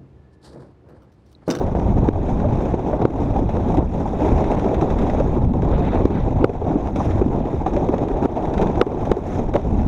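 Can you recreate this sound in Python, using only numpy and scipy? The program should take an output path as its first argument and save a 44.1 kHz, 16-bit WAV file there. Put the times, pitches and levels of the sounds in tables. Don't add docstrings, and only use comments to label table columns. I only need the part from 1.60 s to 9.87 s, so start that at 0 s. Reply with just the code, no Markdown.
import sys
import numpy as np
from scipy import signal
from scipy.fft import irfft, next_fast_len
from scipy.io import wavfile
from scipy.ndimage import uniform_filter1d

SR = 44100
rng = np.random.default_rng(int(sys.argv[2]) if len(sys.argv) > 2 else 0)


def convert_level_to_amplitude(level_db):
    exponent = np.asarray(level_db, float) / 20
    return 10 ** exponent


def wav_record(signal):
    frames = np.transpose(np.atleast_2d(signal))
    bounded = np.clip(frames, -1, 1)
    quanta = np.round(bounded * 32767).astype(np.int16)
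    wavfile.write(sys.argv[1], SR, quanta)


N = 364707
WHEELBASE_S = 0.049


def evened(x):
    return x / np.sqrt(np.mean(x ** 2) + 1e-20)


def read(points, hz):
    f, db = np.transpose(points)
    return np.interp(np.log(hz + 1), np.log(f + 1), db, left=-100, right=-100)


def add(mix, s, sound):
    part = mix[max(round(s * SR), 0):][:len(sound)]
    part += sound[:len(part)]


def colour(points, size=4096):
    log_gain = np.log(convert_level_to_amplitude(read(points, abs(np.fft.fftfreq(size, 1 / SR)))))
    spectrum = np.exp(np.conj(signal.hilbert(log_gain)))
    taps = np.fft.ifft(spectrum).real[:size // 2]
    return taps / np.linalg.norm(taps)


def wander(hz):
    f = np.fft.rfftfreq(next_fast_len(N), 1 / SR)
    z = rng.standard_normal((len(f), 2)) @ [1, 1j]
    slope = (f > 3) / np.sqrt(f + 1) / (1 + (f / hz) ** 4)
    return evened(irfft(z * slope)[:N])


def patchy(points, patch_db, size):
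    hop = size // 4
    a, b, patches = rng.standard_normal((N // hop + 5, size // 2 + 1, 3)).T
    patches = uniform_filter1d(patches, size=4, axis=0)
    patches = evened(uniform_filter1d(patches, size=8, axis=1))
    spectrum_db = read(points, np.fft.rfftfreq(size, 1 / SR))[:, None]
    z = (a + 1j * b) * convert_level_to_amplitude(spectrum_db + patch_db * patches)
    return evened(signal.istft(z, nperseg=size, noverlap=size - hop)[1][:N])


# (time [s], drop [dB], recovery [s])
DUCKS = [(0.2, 1, 0.055), (0.496, 7, 0.092), (1.155, 3, 0.11), (1.465, 7, 0.092), (2.202, 4.5, 0.16),
         (4.465, 3, 0.069), (4.862, 7.5, 0.19), (6.665, 8.5, 0.071), (7.229, 6, 0.13), (7.531, 6.5, 0.14),
         (7.98, 3.5, 0.082)]


def duck_db(t):
    drop_in_s = 0.0054
    total = 0
    for s, drop_db, recovery_s in DUCKS:
        onset = np.clip((t - s) / drop_in_s + 1, 0, 1)
        recovery = np.exp(-np.maximum(t - s, 0) / recovery_s)
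        total = total - drop_db * onset * recovery
    return total


# (frequency [Hz], level [dB per Hz])
WIND_SPECTRUM = [(8.8, -38.5), (15, -8), (54, 0), (177, -9.5), (260, -12), (340, -24), (570, -120)]
# (frequency [Hz], level [dB per Hz])
AIR_SPECTRUM = [(1500, -27), (3000, -0.5), (4700, -8.5), (6000, -5), (7000, -2.5), (8000, -10.5),
                (12200, -2), (14000, -28.5), (16500, -43.5)]
# (time [s], level [dB])
GUSTS = [(0.1, -21.5), (0.35, -16.5), (0.9, -19), (1.3, -24), (1.68, -15.5), (1.82, -24.5), (2.35, -14.5),
         (2.55, -23.5), (2.72, -16.5), (3.15, -27.5), (3.52, -18.5), (4.7, -17), (5.25, -23.5), (5.55, -17),
         (6.0, -24.5), (7.95, -22), (8.2, -11), (8.27, -22)]


def wind():
    t = np.arange(N) / SR
    rush = convert_level_to_amplitude(-76) * patchy(AIR_SPECTRUM, 0.89, size=512)
    gust_s, gust_db = np.transpose(GUSTS)
    level_db = np.interp(t, gust_s, gust_db) + 1.64 * duck_db(t)
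    return convert_level_to_amplitude(level_db) * patchy(WIND_SPECTRUM, 2.8, size=2048) + rush


def rear_hits():
    hard_db = -4
    return [(s + WHEELBASE_S, db) for s, db, *rest in KNOCKS if db > hard_db]


# (time [s], load on the wheels [dB], grit on the slab [dB])
TRACK = [(0.0, 1, 1), (0.45, 0.5, -1), (1.08, 1.5, 1.5), (1.4, 1, -2), (1.8, 1, 0.5), (2.15, 0.5, 1),
         (2.5, -1, 4.5), (2.62, 6, 1.5), (3.2, 4, -2), (3.58, 2, 4), (3.8, 0, -2), (4.3, 2.5, -1.5),
         (4.75, -2.5, 1), (5.399, 2, 2), (5.7, 0, -2), (7.0, 2.5, -2), (7.75, -1.5, 3.5), (8.27, -2, 3)]
# (centre [s], half length [s], load [dB], grit [dB])
RUBS = [(0.432, 0.012, 5, -11), (0.694, .04, 0, 5.5), (1.343, 0.024, 5.5, -4), (1.42, 0.008, 10.5, -4),
        (2.203, 0.035, 5, -8), (3.59, 0.03, 1.5, -4.5), (4.414, 0.018, 7, -7), (4.828, 0.039, 9, -11),
        (5.1, 0.035, 6.5, -5.5), (6.647, 0.031, 4, 2.5), (6.776, 0.017, 6.5, 0.5),
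        (7.007, 0.057, 4.5, -2.5), (7.195, 0.025, 2, 0), (7.51, 0.053, 4, -2), (7.952, 0.032, 7, -9),
        (1.624, 0.046, 2.5, 3.5), (2.05, 0.06, 2.5, -1), (2.728, 0.024, 0, -1.5), (5.448, 0.1, -2, 7.5),
        (5.622, .05, -3, 4), (5.97, .06, -3.5, 7.5), (6.193, 0.13, 2.5, 1.5), (7.716, 0.077, 2, 4.5),
        (6.341, 0.0081, 6.5, -5), (0.85, 0.04, 1.5, -4.5), (5.164, 0.016, -2, -3), (2.305, 0.026, -3, 3)]
# (landing [s], time in the air [s], loss of load [dB])
HOPS = [(0.152, 0.063, 6), (0.79, 0.086, 2), (1.6, 0.098, 2), (1.89, 0.095, 7), (2.588, 0.087, 2),
        (3.72, 0.15, 0.5), (3.937, 0.14, 5), (4.021, 0.12, 3.5), (4.801, 0.024, -1.5), (5.261, 0.16, 0.5),
        (5.359, 0.074, 9.5), (6.062, 0.038, 5.5), (6.135, 0.053, 4), (7.935, 0.033, 4.5),
        (0.842, 0.023, 2.5), (1.138, 0.017, 5.5), (2.14, 0.013, 5), (3.764, 0.015, 4.5), (6.164, .02, 4),
        (6.287, 0.021, 3.5), (6.622, 0.025, 3), (7.514, 0.016, 3.5)]


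def contact(t):
    slam_share, slam_s = 0.44, 0.023
    settle = 90
    s, load, grit = np.transpose(TRACK)
    load, grit = np.interp(t, s, load), np.interp(t, s, grit)
    for mid, half, load_db, grit_db in RUBS:
        bell = np.exp(-((t - mid) / half) ** 2)
        load, grit = load + load_db * bell, grit + grit_db * bell
    rear_hops = [(s, 0.42 * WHEELBASE_S, 1.5) for s, db in rear_hits()]
    for land, air, loss_db in HOPS + rear_hops:
        light = np.clip(1 + (t - land) / air, 0, 1) * (t < land)
        slam = slam_share * np.exp(-abs(t - land) / slam_s) * (t >= land)
        load = load + loss_db * (slam - np.sqrt(light))
    load = uniform_filter1d(uniform_filter1d(load, size=settle), size=settle)
    return load, grit


# (centre [s], half length [s], level [dB])
SCRAPES = [
    (0.2, 0.024, -5),
    (4.154, 0.04, 6.5),
    (4.295, 0.076, 8),
    (4.575, 0.069, 7.5),
    (6.25, 0.095, -2.5),
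]


def scrape_db(t):
    return sum(db * np.exp(-((t - mid) / half) ** 2) for mid, half, db in SCRAPES)


# (frequency [Hz], level [dB per Hz])
BODY = [(90, -40), (170, -1.5), (260, -1), (360, 0.5), (480, -5.5), (830, -6), (1100, -20), (1500, -44.5),
        (2400, -59.5)]
# (frequency [Hz], level [dB per Hz])
GRIND = [(600, -26), (1200, 4.5), (1770, -2.5), (2570, -5), (2840, -14), (3740, -9), (4200, -20),
         (4800, -26.5), (5600, -51.5)]
# (frequency [Hz], level [dB per Hz])
HISS = [(3800, -35.5), (4800, -8.5), (5800, -2), (6700, -3.5), (7600, -15), (9000, -16.5), (11900, -21),
        (14000, -34.5), (16500, -54)]


def rolling():
    t = np.arange(N) / SR
    shake = wander(120)
    body = patchy(BODY, 1.03, size=512) * convert_level_to_amplitude(2.15 * shake + wander(90))

    grain_size = convert_level_to_amplitude(1.3 * np.minimum(rng.exponential(1, N), 5))
    struck = rng.random(N) < 400 / SR
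    grit = grain_size * struck * rng.choice([-1.0, 1.0], N)
    grains = evened(signal.oaconvolve(grit, colour(GRIND))[:N])
    grind = (patchy(GRIND, 2.2, size=256) + 0.36 * grains) * convert_level_to_amplitude(1.5 * shake + 0.58 * wander(150))
    hiss = patchy(HISS, 2.4, size=256) * convert_level_to_amplitude(2.1 * shake + 0.58 * wander(150))

    load, rough = contact(t)
    load = load + duck_db(t)
    body_db = -24 + load
    grind_db = -48 + 1.11 * load + 0.6 * rough + scrape_db(t)
    hiss_db = -63.5 + 1.11 * load + rough
    return convert_level_to_amplitude(body_db) * evened(body) + convert_level_to_amplitude(grind_db) * evened(grind) + convert_level_to_amplitude(hiss_db) * evened(hiss)


# (time [s], crack level [dB], decay by 60 dB [s])
JOLTS = [(0.196, -27, 0.038), (0.4414, -28.5, .03), (0.486, -21, 0.021), (1.4162, -36, .041),
         (1.7624, -27, .03), (1.8891, -32, .08), (1.9669, -29, .034), (2.1705, -24, .042),
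         (2.4563, -38, .02), (2.589, -28, 0.023), (3.8478, -27, 0.013), (3.9345, -30, .026),
         (4.0203, -25.5, .021), (4.4532, -20, 0.024), (5.2719, -26, 0.023), (5.3582, -24, 0.034),
         (5.5074, -28, 0.088), (5.6161, -27, .03), (6.0616, -25, 0.057), (6.1639, -22.5, 0.028),
         (6.2871, -24.5, .024), (6.3804, -25, 0.039), (6.4837, -27.5, 0.04), (6.8528, -26, 0.044),
         (7.0698, -24.5, .03), (7.1546, -24, 0.024), (7.4515, -27.5, 0.07), (7.5156, -10.5, 0.016),
         (7.9374, -20.5, .036), (7.9554, -20, 0.03)]
# (time [s], crack level [dB])
CHATTER = [(2.84, -25.5), (2.87, -32), (2.9148, -24), (2.9942, -24), (3.042, -29), (3.1425, -23.5),
           (3.2106, -23.5), (3.302, -25.5), (3.386, -24.5), (3.4116, -36), (3.4979, -24.5), (3.598, -25),
           (6.9381, -24.5), (6.9778, -21.5), (7.0137, -19.5), (7.0234, -22), (0.153, -41), (0.2754, -41),
           (0.379, -35), (0.7994, -36), (1.053, -32), (1.8148, -39), (4.9332, -36), (5.0893, -36),
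           (5.403, -36), (6.3395, -31), (8.1857, -33), (3.75, -33), (4.2492, -31), (4.705, -33)]


def jolts():
    t, out = np.arange(3000) / SR, np.zeros(N)
    rows = JOLTS + [(s, db, 0.06) for s, db in CHATTER]
    rows += [(s, db - 35, 0.024) for s, db in rear_hits()]
    grind, hiss = colour(GRIND), colour(HISS)
    for s, db, t60 in rows:
        a, b = rng.standard_normal((2, len(t)))
        burst = (1 - np.exp(-t / 0.00016)) * convert_level_to_amplitude(-60 * t / t60)
        low_crack = signal.fftconvolve(a * burst, grind)
        high_crack = signal.fftconvolve(b * burst, hiss)
        add(out, s, convert_level_to_amplitude(db - 8.5) * (low_crack + convert_level_to_amplitude(-17.5) * high_crack))
    return out


# (time [s], ring level [dB], ring frequency [Hz])
BUMPS = [(0.406, -16, 480), (0.843, -7, 600), (2.72, 0.5, 272), (1.331, -4, 645), (5.93, -3.5, 396),
         (1.76, -5.5, 790), (1.816, -3, 275), (1.89, -5, 590), (2.14, -1, 422), (2.456, -7, 844),
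         (2.839, -20, 440), (3.222, -2, 447), (3.602, -1, 544), (3.764, 0.5, 325), (3.955, -8, 238),
         (4.126, -4.5, 503), (5.66, 1, 280), (5.018, -5.5, 390), (5.065, -6.5, 700), (5.103, -5.5, 288),
         (5.155, 2, 260), (5.333, -12, 250), (5.402, -6, 850), (5.612, 3.5, 360), (5.804, -1, 252),
         (6.062, 0.5, 810), (6.163, -10, 585), (6.287, -1, 343), (6.542, -16.5, 730), (7.954, -2.5, 584)]


def bumps():
    t, out = np.arange(4000) / SR, np.zeros(N)
    rows = BUMPS + [(s, db - 7, 390) for s, db in rear_hits()]
    blunt = signal.butter(3, 1300, fs=SR)
    for s, db, hz in rows:
        blow = 1.2 * (t == 0)
        shaking = (blow + 0.23 * rng.standard_normal(len(t))) * convert_level_to_amplitude(-60 * t / 0.06)
        mode = convert_level_to_amplitude(-60 * t / 0.028) * np.sin(2 * np.pi * hz * t)
        ring = signal.fftconvolve(shaking, mode)[:len(t)]
        add(out, s, convert_level_to_amplitude(db - 8.5) * signal.lfilter(*blunt, ring) / abs(ring).max())
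    return out


# (main swing [s], blow level [dB], ring frequency [Hz], length [ms], slap over the blow [dB])
KNOCKS = [(0.152, -5, 390, 0.53, -28), (0.4896, -4, 334, 1.9, -26), (1.1428, -3.5, 308, 1.35, -35),
          (1.4543, 2, 378, 1.43, -24.5), (2.1861, -6, 314, 2.3, -30), (4.456, 1, 334, 1.25, -33),
          (4.845, 4.5, 408, 1.4, -18.5), (6.657, -7, 282, 4.2, -22), (7.2161, 3, 409, 1.6, -10),
          (7.5181, 4, 334, 1.16, -28), (7.965, -9, 475, 0.43, -14)]


def knocks():
    lead = 0.01
    slap_hz, tail_t60_s = 1320, 0.045
    t, out = np.arange(2000) / SR - lead, np.zeros(N)
    slap_band = signal.butter(2, [700, 2200], "band", fs=SR)
    tail_band = signal.butter(4, [400, 1060], "band", fs=SR, output="sos")
    for s, db, hz, ms, slap_db in KNOCKS:
        noise = rng.standard_normal(len(t))
        width_ms = np.where(t < 0, ms, 0.66 * ms)
        swing = np.exp(-(1000 * t / width_ms) ** 2 / 2) * np.cos(2 * np.pi * hz * t)

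        rough = evened(signal.lfilter(*slap_band, noise))
        early = np.exp(-((1000 * t + 0.8) / 1.1) ** 2 / 2)
        slap = early * (np.cos(2 * np.pi * slap_hz * (t + 0.001)) + 0.53 * rough)

        dull = evened(signal.sosfilt(tail_band, noise))
        tail = convert_level_to_amplitude(-4 - 60 * abs(t) / tail_t60_s) * np.clip(t / 0.0018, 0, 1) * dull
        add(out, s - lead, convert_level_to_amplitude(db) * (swing + convert_level_to_amplitude(slap_db) * (slap + tail)))
    return out


def scene():
    fade_in = np.minimum(np.arange(N) / (0.004 * SR), 1)
    return (fade_in * (wind() + rolling() + jolts() + bumps() + knocks()))[None]


def top_edge(x):
    hz, t, z = signal.stft(x, SR, nperseg=1024)
    treble = z[(hz > 8000) & (hz < 12000)]
    top_db = 10 * np.log10((abs(treble) ** 2).mean(0) + 1e-20)
    slow_db = uniform_filter1d(top_db, size=9)
    drift = evened(uniform_filter1d(rng.standard_normal(len(t)), size=15))
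    edge_hz = 12150 + 70 * (slow_db - np.median(slow_db)) + 500 * drift
    edge_hz = np.clip(edge_hz // 700 * 700, 10500, 12600) + 100
    tick = top_db - slow_db + 1.2 * rng.standard_normal(len(t)) > 4.5
    edge_hz = np.where(tick, 15600, edge_hz)

    chance = rng.random((len(hz) // 8 + 1, len(t) // 3 + 1))
    chance = np.repeat(np.repeat(chance, 8, 0), 3, 1)[:len(hz), :len(t)]
    spared = chance > 0.5 * np.clip((hz[:, None] - 8500) / 4000, 0, 1)
    kept = (hz[:, None] < edge_hz) & (spared | (edge_hz > 15000))
    return signal.istft(z * np.where(kept, 1, convert_level_to_amplitude(-25.5)), SR, nperseg=1024)[1][:N]


def band_limit(x):
    return signal.sosfilt(signal.butter(12, 15600, fs=SR, output="sos"), x)


def record(dry):
    ceiling = 0.7
    peak_db = 20 * np.log10(abs(dry[0]) + 1e-9)
    fall = np.arange(N) * 210 / SR
    held_db = np.maximum.accumulate(peak_db + fall) - fall
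    over_db = np.maximum(held_db - 0.5, 0)
    lagged_db = uniform_filter1d(over_db, size=301, origin=150)
    ducked = dry / convert_level_to_amplitude(0.5 * lagged_db) / ceiling
    clipped = ceiling * ducked / (1 + ducked ** 10) ** 0.1
    mix = top_edge(clipped[0])[None]
    return band_limit(mix)


dry = scene()
out = record(dry)
wav_record(out)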